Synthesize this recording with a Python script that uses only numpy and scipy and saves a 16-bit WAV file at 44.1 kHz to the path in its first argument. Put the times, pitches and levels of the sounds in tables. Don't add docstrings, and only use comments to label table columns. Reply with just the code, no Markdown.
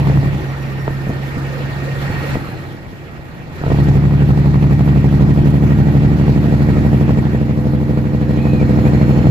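import sys
import numpy as np
from scipy import signal
from scipy.fft import rfft, irfft, next_fast_len
from scipy.io import wavfile
from scipy.ndimage import uniform_filter1d

SR = 44100
rng = np.random.default_rng(int(sys.argv[2]) if len(sys.argv) > 2 else 0)


def field_ratio(decibels):
    return 10 ** (np.asarray(decibels, dtype=float) / 20)


def transcribe(signal):
    frames = np.atleast_2d(signal).T
    limited = np.clip(frames, -1, 1)
    pcm = np.round(limited * 32767).astype(np.int16)
    wavfile.write(sys.argv[1], SR, pcm)


N = 410130
TIME = np.arange(N) / SR
SIZE = next_fast_len(N + SR)
FREQ = np.arange(SIZE // 2 + 1) * SR / SIZE

# time in seconds, four-stroke cycles per second.
ENGINE_SPEED = [(0.0, 11.65), (0.35, 11.45), (0.7, 11.285), (2.3, 11.6006), (3.4, 11.849), (3.8, 11.901),
                (4.3, 11.92), (4.8, 11.982), (5.4, 12.073), (6.6, 12.292), (7.8, 12.529), (8.3, 12.507),
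                (8.8, 12.507), (9.28, 12.4)]
# place in the cycle 0-1, blow into the pipe in dB, crack at the stack in dB, its lag in ms.
CYLINDERS = [(0.1416, -1.1, -16.7, -6.92), (0.2941, -0.3, -10.8, 0.03), (0.4632, -2.7, -15.2, 0.19),
             (0.6307, 1.2, -6.7, 0.19), (0.7938, 3.8, -0.1, -0.15), (0.9687, 5.7, 0.1, 0.0)]
# share, lag in ms.
FLOOR_THUMPS = [(0.118, -4.13), (-0.104, -5.41), (-0.035, -4.8), (-0.089, -2.65), (0.06, -5.9),
                (-0.106, -1.85)]
# frequency in Hz, width in Hz, level in dB, polarity.
PIPE_MODES = [(68.5, 7.0, -20.2, -1.0), (102.8, 7.0, 0.0, 1.0), (119.0, 42.1, -7.3, -1.0),
              (137.8, 15.4, -3.1, 1.0), (163.3, 7.0, -0.6, 1.0), (202.9, 7.0, -14.4, -1.0),
              (226.4, 8.6, -20.7, -1.0), (268.1, 10.8, -18.2, -1.0), (283.2, 18.9, -26.8, -1.0),
              (308.2, 13.0, -13.7, -1.0)]
# frequency in Hz, width in Hz, level in dB, polarity.
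STACK_MODES = [(356, 20, -1.0, -1), (440, 193, -0.6, 1), (535, 23, 0.1, -1), (629, 114, -1.4, -1),
               (812, 40, -6, 1), (1056, 500, -17, -1)]
# time in seconds, blow level in dB.
BRAKE_EFFORT = [
    [(0.0, -14.5), (0.03, -11), (0.045, -19.5), (0.065, -11), (0.195, -10.5), (0.215, -19), (0.27, -11.5),
     (0.32, -16.5), (0.42, -19)],
    [(3.695, -12.5), (3.8, -9.5), (4.63, -9.5), (6.36, -11.5), (7.1, -11.5), (7.33, -15), (8.13, -15.5),
     (8.77, -11), (9.3, -10)],
]
# time in seconds, level in dB.
COAST_HUM = [(0.3, -51), (0.44, -24.5), (2.32, -24), (2.37, -34), (2.84, -40), (3.24, -40.5), (3.6, -42),
             (3.64, -25), (3.7, -20)]
# time in seconds, level in dB.
ROAR_LEVEL = [(0.0, -37.5), (0.35, -39), (1.09, -39), (1.9, -37), (2.17, -34), (2.35, -33.5), (2.38, -37.5),
              (2.72, -44), (2.77, -45.5), (3.46, -46.5), (3.6, -41), (3.73, -37.5), (4.1, -42),
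              (6.8, -39.5), (7.48, -43.5), (8.18, -44), (8.9, -39.5), (9.3, -40)]
# frequency in Hz, level in dB per Hz.
RUMBLE_SPECTRUM = [(12, -41), (20, -9.5), (145, 4), (222, -6), (313, -1.5), (463, -14.5), (511, -17.5),
                   (583, -11.5), (782, -19.5), (1000, -20.5), (1300, -61), (2200, -120)]
ROAD_SPECTRUM = [(290, -30), (500, -1), (714, -15.5), (817, -2), (1180, -18.5), (1320, -0.5), (1700, -11),
                 (1850, -21.5), (2040, -8), (5000, -30), (6500, -71), (11000, -120)]
HISS_SPECTRUM = [(2470, -20), (4200, -5.5), (5400, -12), (7270, -13), (8650, -26), (11800, -14),
                 (13800, -15), (15100, -25), (16000, -21)]
# frequency in Hz, width in Hz, level in dB against the road noise.
PANELS = [(1886, 117, -9), (839, 45, -23), (4320, 62, -35.5), (2302, 410, -13), (7300, 590, -27.5),
          (98.6, 23, -3.5)]
# time in seconds, peak in dB, hardness in Hz.
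KNOCKS = [(0.077, -15, 700), (.098, -6.5, 900), (.229, -13, 600), (0.879, -3.5, 1800), (0.907, -11, 450),
          (0.932, -31, 500), (1.068, -12.5, 600), (1.077, -11, 400), (1.092, -10, 500), (1.101, -11.5, 600),
          (1.112, -20, 800), (1.368, -11.5, 450), (1.376, -14, 500), (2.099, -11, 350), (2.354, -6.5, 1200),
          (2.367, -10, 500), (2.487, -15.5, 500), (2.745, -19, 450), (2.834, -25, 500), (2.929, -23, 500),
          (3.193, -21, 500), (3.399, -23, 500), (3.498, -23, 500), (3.614, -12, 500), (3.637, -11, 1280),
          (3.664, -6, 1190), (3.68, -5, 700), (3.705, -13, 1300), (3.718, -4.5, 900), (3.745, -7.5, 800)]
# frequency in Hz, width in Hz, level in dB.
BODY_MODES = [(149, 76, 1), (284, 83, -2), (450, 83, -2), (650, 78, -3), (900, 260, 2), (1290, 160, 0)]
# frequency in Hz, correlation.
EAR_LIKENESS = [(25, 0.42), (125, 0.62), (500, 0.84), (1000, 0.7), (2000, 0.062), (4000, 0.14),
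                (12000, 0.033)]
# frequency in Hz, left minus right in dB.
EAR_LEAN = [(60, 2.5), (110, 1.5), (200, -4), (380, 0), (700, -1.5), (1290, -3.0), (2380, -2.5), (4400, -2),
            (8120, 0), (15000, -1.5)]
# start in seconds, end in seconds, level in dB,
# fade in dB per second.
RUN_DOWN_HEARD = [
    (.3, .9, -63, 0),
    (.9, 1.9, -66, 2),
    (2.0, 2.76, -53, 11),
]
# frequency in Hz, climb in Hz per second, level in dB, swell in dB per second,
# wobble in Hz.
SPOOL_UP = [
    (4055, 200, -60, 6, 35),
    (6770, 260, -65, 3, 220),
]
# order, start in seconds, end in seconds, level at the end in dB,
# swell in dB per second.
GEAR_WHINE = (160.4, 0, 2.4, -41, 4)
GEAR_BUZZ = (40, 7.25, 9.4, -29.5, 6)
# start in seconds, length in seconds, frequency in Hz, level in dB, share of the drop 0-1.
SQUEALS = [
    (8.37, .26, 2530, -44, 1),
    (8.67, .08, 2350, -45, 0),
    (8.85, .05, 2520, -47, 0),
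]


def rms_one(x):
    return x / np.sqrt(np.mean(x ** 2) + 1e-20)


def evened(x):
    return x / np.sqrt(uniform_filter1d(x ** 2, size=SR // 3) + 1e-12)


def in_time(rows, outside=None):
    seconds, values = np.transpose(rows)
    return np.interp(TIME, seconds, values, outside, outside)


def at_hz(points, hz):
    table = np.array(points)
    return np.interp(np.log(hz), np.log(table[:, 0] + 1), table[:, 1])


def heard(start_s, end_s, edge_s=0.044):
    ramp = np.minimum(TIME - start_s, end_s - TIME) / edge_s
    return 20 * np.log10(np.clip(ramp, 1e-5, 1))


def drift(rate):
    r = np.exp(-80 * np.pi * rate / SR)
    white = rng.standard_normal(N // 40 + 2002)
    slow = signal.lfilter([1], [1, -2 * r, r * r], white)[2000:]
    return np.interp(np.arange(N) / 40, np.arange(len(slow)), rms_one(slow - slow.mean()))


def peak(hz, width_hz):
    return 1j * FREQ * width_hz / (hz ** 2 - FREQ ** 2 + 1j * FREQ * width_hz)


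def resonances(modes, tilt_db=0):
    return sum(sign * field_ratio(db + tilt_db * (-1) ** k) * peak(hz, width)
               for k, (hz, width, db, sign) in enumerate(modes))


def to_time(spectrum):
    return irfft(spectrum, SIZE)[..., :N]


def through(x, response):
    return to_time(rfft(x, SIZE) * response)


def clicks(times, sizes):
    at = times * SR
    whole = np.floor(at).astype(int)
    train = np.zeros(SIZE)
    np.add.at(train, whole % SIZE, sizes * (1 - at + whole))
    np.add.at(train, (whole + 1) % SIZE, sizes * (at - whole))
    return rfft(train)


def firings(places):
    s = np.arange(-SR // 2, N) / SR
    turns = np.cumsum(np.interp(s, *np.transpose(ENGINE_SPEED))) / SR
    turns = turns - turns[SR // 2 - 1]
    return np.interp(np.arange(-5, int(turns[-1]))[:, None] + places, turns, s)


def banded_noise(spectrum, patchy_db, gate=1):
    low_hz, high_hz = max(spectrum[0][0], 20), min(spectrum[-1][0], 17000)
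    edges = np.geomspace(low_hz, high_hz, int(3 * np.log2(high_hz / low_hz)) + 2)
    together = drift(7.9)
    white = rng.standard_normal((2, 2, N)) * gate
    out = 0
    for k, (low, high) in enumerate(zip(edges, edges[1:])):
        band = signal.butter(2, [low, high], "band", fs=SR, output="sos")
        mid, side = signal.sosfilt(band, white[k % 2])
        hz = np.sqrt(low * high)
        alike = np.clip(at_hz(EAR_LIKENESS, hz), 0, 1)
        gain = field_ratio(at_hz(spectrum, hz) + patchy_db * (0.24 * together + drift(14.1)))
        lean = field_ratio(at_hz(EAR_LEAN, hz) / 2 * np.array([[1], [-1]]))
        ears = np.sqrt(1 + alike) * mid + np.sqrt(1 - alike) * side * [[1], [-1]]
        out = out + gain * lean * ears
    return rms_one(out)


def roar(puff):
    road_db = in_time(ROAR_LEVEL)
    swing_db = road_db + 40
    braked = uniform_filter1d(puff, size=SR // 6)
    hiss_db = -54 + 0.99 * swing_db + 1.5 * braked
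    frame_db = -29.5 + 0.74 * swing_db + 7 * braked
    road = banded_noise(ROAD_SPECTRUM, patchy_db=2.32, gate=1 + 0.17 * puff)
    white = rng.standard_normal((2, N)) * field_ratio(2.0 * drift(23)) * (1 + 0.44 * puff)
    panels = sum(field_ratio(db) * rms_one(through(white, peak(hz, width) ** 2)) for hz, width, db in PANELS)
    hiss_gate = (1 + 0.16 * puff) * field_ratio(1.0 * drift(40))
    hiss = banded_noise(HISS_SPECTRUM, patchy_db=1.74, gate=hiss_gate)
    rumble = field_ratio(frame_db) * banded_noise(RUMBLE_SPECTRUM, patchy_db=1.6)
    boom_db = road_db + 6.5 + heard(2.25, 4)
    boom = field_ratio(boom_db) * rms_one(through(white[0], peak(85, 57) ** 2))
    return boom + rumble + field_ratio(road_db + 6) * (road + panels) + field_ratio(hiss_db + 5.0) * hiss


def whistle(hz, db, wobble_hz, flutter_db, octave_db=-120):
    level = field_ratio(db + 3 + flutter_db * drift(30))
    turn = 2 * np.pi * np.cumsum(hz + wobble_hz * drift(60)) / SR
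    return level * (np.sin(turn) + field_ratio(octave_db) * np.sin(2 * turn))


def turbo():
    start_s, start_hz, rest_hz, tau_s = 0.2, 6230, 3000, 2.25
    hz = rest_hz + (start_hz - rest_hz) * np.exp((start_s - TIME) / tau_s)
    db = np.max([heard(start, end) + level_db - fade * (TIME - start)
                 for start, end, level_db, fade in RUN_DOWN_HEARD], axis=0)
    out = whistle(hz, db, 34.2, 4.4, octave_db=-15)
    spool_s = 8.2
    since = TIME - spool_s
    for hz, climb, level_db, swell, wobble in SPOOL_UP:
        db = heard(spool_s, 10, .1) + level_db + swell * since
        out = out + whistle(hz + climb * since, db, wobble, 3)
    return out


def order_tone(order, start_s, end_s, db, swell, rest_db, wobble_hz):
    level_db = np.maximum(heard(start_s, end_s, .15) + db + swell * (TIME - end_s), rest_db)
    return whistle(order * in_time(ENGINE_SPEED), level_db, wobble_hz, 2.5)


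def squeal():
    slide_hz, slide_s, drop_hz, drop_s = 110, .03, 330, .03
    hz, db = np.zeros(N), np.full(N, -120.)
    for start, length, top_hz, top_db, drop in SQUEALS:
        since = np.clip(TIME - start, 0, length)
        on = (since > 0) & (since < length)
        rise = slide_hz * np.exp(-since / slide_s)
        fall = drop * drop_hz * np.exp((since - length) / drop_s)
        hz = np.where(on, top_hz - rise - fall, hz)
        db = np.maximum(db, top_db + heard(start, start + length, .008))
    return whistle(hz, db, 40, 3.0)


def knocks():
    out = np.zeros(N)
    chance = rng.standard_normal((len(KNOCKS), len(BODY_MODES)))
    since = TIME[:SR // 10]
    for (at, db, hard_hz), uneven in zip(KNOCKS, chance):
        ring = 0
        for (hz, width, level_db), u in zip(BODY_MODES, uneven):
            strength = np.sign(u) * field_ratio(level_db + 2.0 * abs(u)) / (1 + (hz / hard_hz) ** 3)
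            ring = ring + strength * np.sin(2 * np.pi * hz * since) * np.exp(-np.pi * width * since)
        push = np.hanning(int(SR / hard_hz / 2) + 3)
        ring = np.convolve(ring, push / push.sum())[:len(since)]
        out[round(at * SR):][:len(since)] += field_ratio(db) * ring / np.abs(ring).max()
    return out


def coast():
    at = firings(np.arange(6) / 6)
    strokes = clicks(at, field_ratio(0.77 * rng.standard_normal(at.shape)))
    hum = evened(to_time(strokes * (peak(124.0, 40) ** 2 + 0.4 * peak(58.0, 23) ** 2)))
    level = uniform_filter1d(field_ratio(in_time(COAST_HUM, -120)), size=2000)
    return level * hum * field_ratio([[-1.5], [1.5]])


def rasp(bursts_at):
    bursts = np.clip(to_time(bursts_at / (1 + 1j * FREQ / 140) ** 2), 0, None)
    air = rng.standard_normal((3, N))
    mouth = peak(790, 500) * peak(820, 780) + 0.13 * peak(1760, 550) ** 2
    torn = through((air[0] + 1.4 * air[1:]) * bursts, mouth)
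    return field_ratio(-26) * rms_one(torn) * field_ratio([[-2], [2]])


def pipe_drone(blows, floor):
    soft = 1 / (1 + 1j * FREQ / 244)
    drone = np.array([field_ratio(lean_db) * evened(to_time((blows * resonances(PIPE_MODES, tilt) + floor) * soft))
                      for tilt, lean_db in ((-.6, -.1), (.6, .1))])
    dull = np.clip(3.9 * (12.05 - in_time(ENGINE_SPEED)), 0, 0.43)
    return drone + dull * through(drone, 2.7 * peak(402, 14) - peak(256, 220))


def brake_levels():
    level = np.max([field_ratio(in_time(curve, -120)) for curve in BRAKE_EFFORT], axis=0)
    bite_db = 0
    for curve in BRAKE_EFFORT:
        since = TIME - curve[0][0]
        bite_db = bite_db + 17 * (since >= 0) * np.exp(-np.abs(since) / 0.058)
    crack_db = np.minimum(-22 + 20 * (in_time(ENGINE_SPEED) - 12.075), -16.5)
    sharp = level * field_ratio(crack_db + bite_db)
    return uniform_filter1d(level, size=900), uniform_filter1d(sharp, size=900)


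def brake(jitter_ms=.05, uneven_db=.7):
    place, blow_db, crack_db, crack_ms = np.transpose(CYLINDERS)
    share, lag_ms = np.transpose(FLOOR_THUMPS)
    at = firings(place)
    at = at + jitter_ms / 1000 * rng.standard_normal(at.shape)
    chance = field_ratio(uneven_db * rng.standard_normal(at.shape))
    blows = clicks(at, field_ratio(blow_db) * chance)
    floor = clicks(at + lag_ms / 1000, share * chance) * peak(132, 50)
    drone = pipe_drone(blows, floor)
    steep = clicks(at + crack_ms / 1000, field_ratio(crack_db) * chance ** 3)
    crack = evened(to_time(steep * resonances(STACK_MODES) / (1 + (FREQ / 2500) ** 4)))
    puff = to_time(steep / (1 + 1j * FREQ / 40) ** 2)
    tears = rasp(clicks(at + .002, field_ratio(.7 * crack_db + 2.2 * rng.standard_normal(at.shape))))
    level, sharp = brake_levels()
    sound = level * (drone + tears) + sharp * crack * field_ratio([[-1.5], [1.5]])
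    return sound, puff / puff.mean() * np.clip(4.3 * level, 0, 1)


def scene():
    braking, puff = brake()
    whine = order_tone(*GEAR_WHINE, rest_db=-62 + heard(0, 3.8, .3), wobble_hz=10)
    buzz = order_tone(*GEAR_BUZZ, rest_db=-120, wobble_hz=3)
    tones = turbo() + whine + squeal() + buzz
    left, right = braking + coast() + knocks() + roar(puff)
    sample = np.arange(N)
    late_left = np.interp(sample - 11.0, sample, left)
    return np.array([late_left, right]) + tones * field_ratio([[-2], [2]])


def low_pass(x):
    return signal.sosfilt(signal.butter(12, 16000, fs=SR, output="sos"), x)


def record(dry):
    rounded = 1.31 * np.tanh(dry / 1.137)
    top_cut = signal.cheby2(16, 70, 16100, fs=SR, output="sos")
    return low_pass(signal.sosfilt(top_cut, rounded))


dry = scene()
out = record(dry)
transcribe(out)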